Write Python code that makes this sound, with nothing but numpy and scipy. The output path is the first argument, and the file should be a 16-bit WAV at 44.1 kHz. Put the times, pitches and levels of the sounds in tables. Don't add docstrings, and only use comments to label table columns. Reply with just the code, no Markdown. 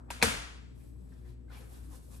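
import sys
import numpy as np
from scipy import signal
from scipy.io import wavfile

SR = 44100
rng = np.random.default_rng(int(sys.argv[2]) if len(sys.argv) > 2 else 0)


def invert_db(level):
    return 10 ** (np.asarray(level, dtype=float) / 20)


def store_pcm(level_fs):
    pcm = np.round(np.clip(level_fs, -1, 1) * 32767).astype(np.int16)
    wavfile.write(sys.argv[1], SR, np.atleast_2d(pcm).T)


N = 97020

# [Hz, dB rms]
FRIDGE_LINES = [(59.84, -47), (118.5, -58), (7860, -86), (178.5, -77.5), (244, -68), (258.5, -68),
                (298.3, -73), (358, -73.5), (479, -80)]
HUM_WOBBLE_DB, HUM_PAN_DB = 1.75, 3.5
# [Hz, dB]
AIR_COLOUR = [(18, -31), (30, -7.5), (83, -2), (355, -14), (645, -31), (4200, -52), (8040, -53.5),
              (12500, -54), (15000, -86)]
AIR_DB = -53.5
# [Hz, -1..1]
AIR_LIKENESS = [(60, 0.61), (180, -0.33), (550, -0.57), (1650, 0.097), (4500, -0.21), (7000, 0.6),
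                (10000, .5), (13000, -.2)]
# [Hz, dB]
AIR_BALANCE = [(60, 6.5), (240, 2.7), (950, 4.5), (3770, 1), (15000, 3.5)]

# [Hz, dB per Hz]
ROOM_COLOUR = [(59, -33.5), (100, -4.5), (462, -12.5), (512, -8), (630, -10), (1440, -5), (6120, -14.5),
               (10300, -12.5), (14000, -25.5)]
# [Hz, s]
ROOM_T60 = [(150, 0.65), (700, 0.68), (3000, 0.7), (6000, 0.64), (11000, .38)]
# [Hz, -1..1]
ROOM_LIKENESS = [(60, 1), (180, 0.33), (550, -0.31), (1650, -0.14), (4500, -0.12), (7000, 0.6), (10000, .5),
                 (13000, 0.54)]
# [Hz, dB]
ROOM_BALANCE = [(60, -3), (240, 8.5), (950, 2), (3770, 5), (15000, -5)]
EARLY_DB, EARLY_S = 4.5, 0.0067
ROOM_GAP_S = .0012
EARLIER_DB, EARLIER_CUT_HZ = -55, 1100
SLIDE_ROOM_DB = -45
# [s, dB]
ECHOED = [
    (0.1048, -50.5),
    (0.2255, -32),
]

# [s, dB, dB, s, s]
SLIDES = [(.001, -80, -71.5, .006, .008), (.109, -74.5, -55.5, 0.0073, 0.0021),
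          (0.227, -54.5, -46.5, 0.0049, 0.0057), (0.773, -77.5, -92.5, 0.016, 0.028),
          (0.836, -71.5, -76, 0.044, 0.072), (1.019, -78, -79.5, 0.034, 0.0534),
          (1.14, -78, -73, 0.043, 0.064), (1.21, -85, -85, 0.026, 0.035), (1.29, -73, -67.5, 0.026, 0.031),
          (1.53, -75.5, -64.5, 0.023, 0.049), (1.586, -64, -64.5, 0.037, 0.055),
          (1.702, -67.5, -76.5, 0.022, 0.057), (1.754, -64.5, -64, 0.026, 0.039),
          (1.85, -69.5, -72, 0.0197, 0.023), (1.949, -59.5, -65.5, 0.036, 0.026),
          (2.051, -66.5, -79.5, .04, 0.049), (2.145, -60.5, -65.5, 0.027, .035)]
GRAINS_PER_S, GRAIN_SPREAD_DB = 4500, 2.5
BODY_LEAD_S, LEAD_PER_OCTAVE_S = .008, .009
# [Hz, dB per Hz]
HISS_COLOUR = [(1500, -18), (3000, -9), (5500, -3), (7500, -5), (10000, 6.5), (12500, 0), (15000, -10)]
# [Hz, dB per Hz]
BODY_COLOUR = [(300, -20.5), (600, 8.5), (1200, 3), (1800, -2.5), (2400, -3), (4000, -4.5), (6000, -9.5),
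               (9000, -37)]
# [Hz, -1..1]
SLIDE_LIKENESS = [(180, 1), (550, -0.22), (1650, -0.56), (4500, 0.66), (7000, 0.29), (10000, 0.68),
                  (13000, 0.79)]
# [Hz, dB]
SLIDE_BALANCE = [(60, -2.5), (240, 6), (950, 2.5), (3770, -0.5), (15000, -2)]
# [s, dB, Hz, s]
CLUMPS = [(0.2176, -33, 2410, 0.0031), (0.222, -44, 3960, 0.0085), (0.81, -76, 2450, 0.015),
          (0.96, -68, 850, 0.003), (1.123, -70, 1760, 0.0045), (1.13, -68.5, 1600, 0.0037),
          (1.135, -76, 5270, 0.0046), (1.253, -75, 1850, 0.013), (1.61, -65, 510, 0.032),
          (1.887, -61, 304, 0.022), (1.946, -68, 515, 0.03), (2.08, -67, 485, 0.025),
          (2.144, -67.5, 2850, 0.0083)]
# [s, dB, Hz, s]
THUDS = [(1.52, -64.5, 1900, 0.018), (1.533, -70, 3700, 0.027), (1.551, -65.5, 2700, 0.033),
         (1.604, -70.5, 795, 0.028), (1.62, -66.5, 1500, 0.018), (1.708, -68.5, 806, 0.0085),
         (1.767, -71, 1404, 0.034), (1.85, -71.5, 1300, 0.015), (1.925, -63.5, 896, 0.028),
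         (1.945, -69, 1480, 0.014), (2.13, -69, 1100, 0.03), (2.152, -77, 1550, 0.0094)]
CLUMP_CYCLES, THUD_CYCLES = 12, 4.0
# [s, dB, Hz, s, Hz]
TAPS = [(.1115, -41, 7400, 0.001, 0), (.117, -50, 1500, 0.0014, 0), (1.03, -52.5, 185, 0.016, 0),
        (1.125, -53.5, 165, .014, 0), (1.485, -67, 1562, 0.0033, 0), (1.495, -68, 2100, .004, 0),
        (1.505, -54, 1450, 0.0017, 0), (1.516, -60, 1466, 0.0044, 0), (1.536, -63, 1160, 0.0046, 0),
        (1.552, -65, 2860, .005, 0), (1.561, -60, 2330, .003, 0), (1.575, -59, 2315, 0.0078, 0),
        (1.565, -62, 810, .004, 0), (1.576, -60, 807, 0.0034, 0), (1.637, -63, 784, 0.0052, 0)]

# [s, dB, Hz, s, Hz]
BOOMS = [
    (0.263, -30.5, 60.38, 0.014, 61),
    (.365, -40.5, 46.12, 0.022, 6.3),
]
# [s, dB, Hz, s, Hz]
BASIN = [
    (.233, -31.5, 220, 0.0063, 10.54),
    (.245, -28, 455.8, 0.0073, 3.96),
    (.277, -46.5, 428, 0.005, 5.9),
    (.3, -42.5, 254.9, 0.018, 5),
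    (.285, -38, 215, 0.011, 5.1),
    (.327, -47, 458.5, 0.01, 5.25),
    (.374, -50.5, 435, .01, 6.7),
]
BOOM_SAG_S, BASIN_PAN_DB = 0.012, 8

# [s, dB, dB]
CLICK = [
    (.1043, -30, -8),
    (.1057, -41, 13),
]
# [Hz, dB, s]
CLICK_LID = [(2550, 7, .007), (3200, -5, .004), (4500, -9, .005), (7300, -12, .01), (9200, -5, .006),
             (11200, -3, .005), (13000, -7, .004), (15300, -18, .002)]
# [Hz, dB, s]
CLICK_BOX = [(957, 3, 0.035), (1588, -9, 0.026), (230, -19, 0.038)]
# [s, dB, dB]
SNAP = [
    (.2258, -8.5, -14),
    (.22626, -9, -14),
]
# [s, dB, dB]
CONTACTS = [
    (0.2274, -20.5, 11.5),
    (.2311, -16, -12),
    (0.2348, -26.5, 0.5),
    (0.2392, -19.5, -0.5),
]
# [Hz, dB, s]
LID = [(2350, 2, .006), (1700, -10, .007), (3200, -5, .005), (4250, -4, .006), (5300, -9, .005),
       (6800, -9, .005), (9000, -5, .006), (11500, -9, .004), (14800, -13, .002)]
# [Hz, dB, s]
BOX = [(946, -5.5, 0.023), (1280, -8, 0.036), (467, -13, 0.2), (227, -13.5, 0.12), (178.4, -22.5, 0.051)]
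RING_DB, CONTACT_SPREAD_DB, CRACK_TOP_HZ = -5, 1.0, 13500
LID_PAN_DB = 1.3
LOW_LEFT_DB, LOW_SPLIT_HZ = 3, 460

# [Hz, Hz]
PORTS_ALIKE_HZ = [7300, 10300]
MID_TOP_HZ, MID_ROLL_HZ, SIDE_TOP_HZ = 14300, 12600, 15100
SIDE_LIFT_DB, MIC_LOW_HZ = 3.5, 38.6


def rms_one(x):
    return x / np.sqrt(np.mean(x ** 2) + 1e-20)


def at_hz(points, hz):
    table_hz, value = np.transpose(points)
    return np.interp(np.log(hz), np.log(table_hz), value)


def lowpass(x, order, hz):
    return signal.sosfilt(signal.butter(order, hz, fs=SR, output="sos"), x)


def bandpass(x, low_hz, high_hz):
    return signal.sosfilt(signal.butter(2, [low_hz, high_hz], "band", fs=SR, output="sos"), x)


def cut(x, hz, kind="low"):
    return signal.sosfilt(signal.cheby2(16, 70, hz, kind, fs=SR, output="sos"), x)


def drift(rate):
    r = np.exp(-80 * np.pi * rate / SR)
    noise = rng.standard_normal(N // 40 + 2002)
    slow = signal.lfilter([1], [1, -2 * r, r * r], noise)[2000:]
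    return np.interp(np.arange(N) / 40, np.arange(len(slow)), rms_one(slow))


def ring(clicks, hz, t60):
    r = invert_db(-60 / (t60 * SR))
    w = 2 * np.pi * hz / SR
    return signal.lfilter([0, np.sin(w)], [1, -2 * r * np.cos(w), r * r], clicks + 1e-18)


def swell(crest, rise, fall):
    t = np.arange(N) / SR - crest
    return np.exp(-.5 * (t / np.where(t < 0, rise, fall)) ** 2)


def bands(source, spectrum, likeness, balance, shape):
    out = 0
    edges = 28 * 2 ** np.arange(0, 9.4, .5)
    for k, (low, high) in enumerate(zip(edges, edges[1:])):
        hz = np.sqrt(low * high)
        mid, side = bandpass(source[k % 2], low, high)
        alike = np.clip(at_hz(likeness, hz), -1, 1)
        pan = invert_db(at_hz(balance, hz) / 2 * np.array([[1], [-1]]))
        pair = np.sqrt(1 + alike) * mid + np.sqrt(1 - alike) * side * [[1], [-1]]
        out = out + invert_db(at_hz(spectrum, hz)) * pan * shape(hz) * pair
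    return out


def sagging_tones(rows):
    t = np.arange(N) / SR
    out = np.zeros(N)
    for s, db, hz, length, extra_hz in rows:
        sag = np.exp(-np.maximum(t - s + 2 * length, 0) / BOOM_SAG_S)
        phase = 2 * np.pi * np.cumsum(hz + extra_hz * sag) / SR
        out += invert_db(db) * swell(s, length, 0.8 * length) * np.cos(phase)
    return out


def fridge():
    t = np.arange(N) / SR
    lines = np.zeros(N)
    for k, (hz, db) in enumerate(FRIDGE_LINES, 1):
        level = invert_db(db + 1.5 + HUM_WOBBLE_DB * k ** .5 * drift(3.0))
        lines += level * np.sin(2 * np.pi * hz * t + 0.19 * drift(9) + rng.uniform(0, 6))
    noise = rng.standard_normal((2, 2, N))
    air = bands(noise, AIR_COLOUR, AIR_LIKENESS, AIR_BALANCE, lambda hz: invert_db(1.5 * drift(24)))
    return lines * invert_db(HUM_PAN_DB / 2 * np.array([[1], [-1]])) + invert_db(AIR_DB) * rms_one(air)


def kitchen_echo():
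    t = np.arange(SR) / SR
    scatter = 1 + invert_db(EARLY_DB) * np.exp(-t / EARLY_S)

    def dying(hz):
        return invert_db(-60 * t / at_hz(ROOM_T60, hz)) * scatter

    out = bands(rng.standard_normal((2, 2, SR)), ROOM_COLOUR, ROOM_LIKENESS, ROOM_BALANCE, dying)
    tail = out[:, SR // 20:SR // 10]
    return out / np.sqrt(np.mean(tail ** 2)) * (1 - np.exp(-t / 0.00088))


def reverberation(slides):
    room = kitchen_echo()
    strikes = np.zeros(N)
    for s, db in ECHOED:
        strikes[int((s + ROOM_GAP_S) * SR)] = invert_db(db)
    sent = strikes[None] + invert_db(SLIDE_ROOM_DB) * slides.mean(axis=0)
    wet = signal.fftconvolve(sent, room, axes=1)[:, :N]
    earlier = room[:, SR // 20:SR // 20 + SR // 2]
    wet[:, :SR // 2] += invert_db(EARLIER_DB) * lowpass(earlier, 4, EARLIER_CUT_HZ)
    return wet


def clumps():
    noise = rng.standard_normal((2, N)) + rng.standard_normal(N)
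    out = np.zeros((2, N))
    for rows, cycles in [(CLUMPS, CLUMP_CYCLES), (THUDS, THUD_CYCLES)]:
        for s, db, hz, length in rows:
            out += invert_db(db) * swell(s, length / 2, length) * rms_one(ring(noise, hz, cycles / hz))
    return out


def powder():
    size = (2, 2, N)
    t = np.arange(N) / SR
    strength = invert_db(GRAIN_SPREAD_DB * np.minimum(rng.exponential(1, size), 5))
    hits = strength * rng.choice([-1, 1], size)
    grains = hits * (rng.random(size) < GRAINS_PER_S / SR)
    hiss = sum(invert_db(db) * swell(s, rise, fall) for s, db, _, rise, fall in SLIDES)
    body = sum(invert_db(db) * swell(s - BODY_LEAD_S, rise, fall) for s, _, db, rise, fall in SLIDES)

    def body_shape(hz):
        late = np.interp(t - LEAD_PER_OCTAVE_S * np.log2(hz / 2000), t, body)
        return late * invert_db(0.78 * drift(48))

    bright = bands(grains, HISS_COLOUR, SLIDE_LIKENESS, SLIDE_BALANCE, lambda hz: invert_db(1.3 * drift(30)))
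    dull = bands(grains[..., ::-1], BODY_COLOUR, SLIDE_LIKENESS, SLIDE_BALANCE, body_shape)
    return hiss * rms_one(bright) + rms_one(dull) * np.sqrt(np.mean(body ** 2)) + clumps()


def lump_taps():
    return sagging_tones(TAPS) * invert_db([[1.5], [-1.5]])


def worktop():
    return sagging_tones(BOOMS) * invert_db([[1.8], [-1.8]])


def sink_basin():
    return sagging_tones(BASIN) * invert_db([[BASIN_PAN_DB / 2], [-BASIN_PAN_DB]])


def knocks(rows, lid, box):
    s, db, box_db = np.transpose(rows)
    out = np.zeros(N)
    luck = rng.normal(0, CONTACT_SPREAD_DB, (len(s), len(lid + box)))
    for k, (hz, level_db, t60) in enumerate(lid + box):
        share_db = box_db * (k >= len(lid))
        clicks = np.zeros(N)
        clicks[(s * SR).astype(int)] = -invert_db(db + level_db + RING_DB + luck[:, k] + share_db)
        out += ring(clicks, hz, t60)
    return bandpass(out, 150, CRACK_TOP_HZ)


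def flip_lid():
    contacts = cut(knocks(CONTACTS, LID, BOX), MID_TOP_HZ)
    return knocks(SNAP, LID, BOX) + contacts + knocks(CLICK, CLICK_LID, CLICK_BOX)


def microphone_ports(x):
    mid, side = (x[0] + x[1]) / 2, (x[0] - x[1]) / 2
    mid = lowpass(cut(mid, MID_TOP_HZ), 4, MID_ROLL_HZ)
    below_gap = cut(side, PORTS_ALIKE_HZ[0] * 1.1)
    above_gap = cut(cut(side, SIDE_TOP_HZ), PORTS_ALIKE_HZ[1] * .95, "high")
    side = below_gap + invert_db(SIDE_LIFT_DB) * above_gap
    return np.array([mid + side, mid - side])


def scene():
    slides = powder()
    lid = flip_lid()
    diffuse = microphone_ports(fridge() + reverberation(slides) + slides + lump_taps())
    diffuse += lowpass(lid, 2, LOW_SPLIT_HZ) * (invert_db([[LOW_LEFT_DB], [-2 * LOW_LEFT_DB]]) - 1)
    right = np.concatenate([np.zeros(1), lid[:-1]])
    direct = np.array([lid * invert_db(LID_PAN_DB), right * invert_db(-LID_PAN_DB)])
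    return direct + worktop() + sink_basin() + diffuse


def top_cut(x):
    return signal.sosfilt(signal.butter(12, 16530, fs=SR, output="sos"), x)


def record(dry):
    mix = signal.sosfilt(signal.butter(4, MIC_LOW_HZ, "high", fs=SR, output="sos"), dry)
    return top_cut(mix)


dry = scene()
out = record(dry)
store_pcm(out)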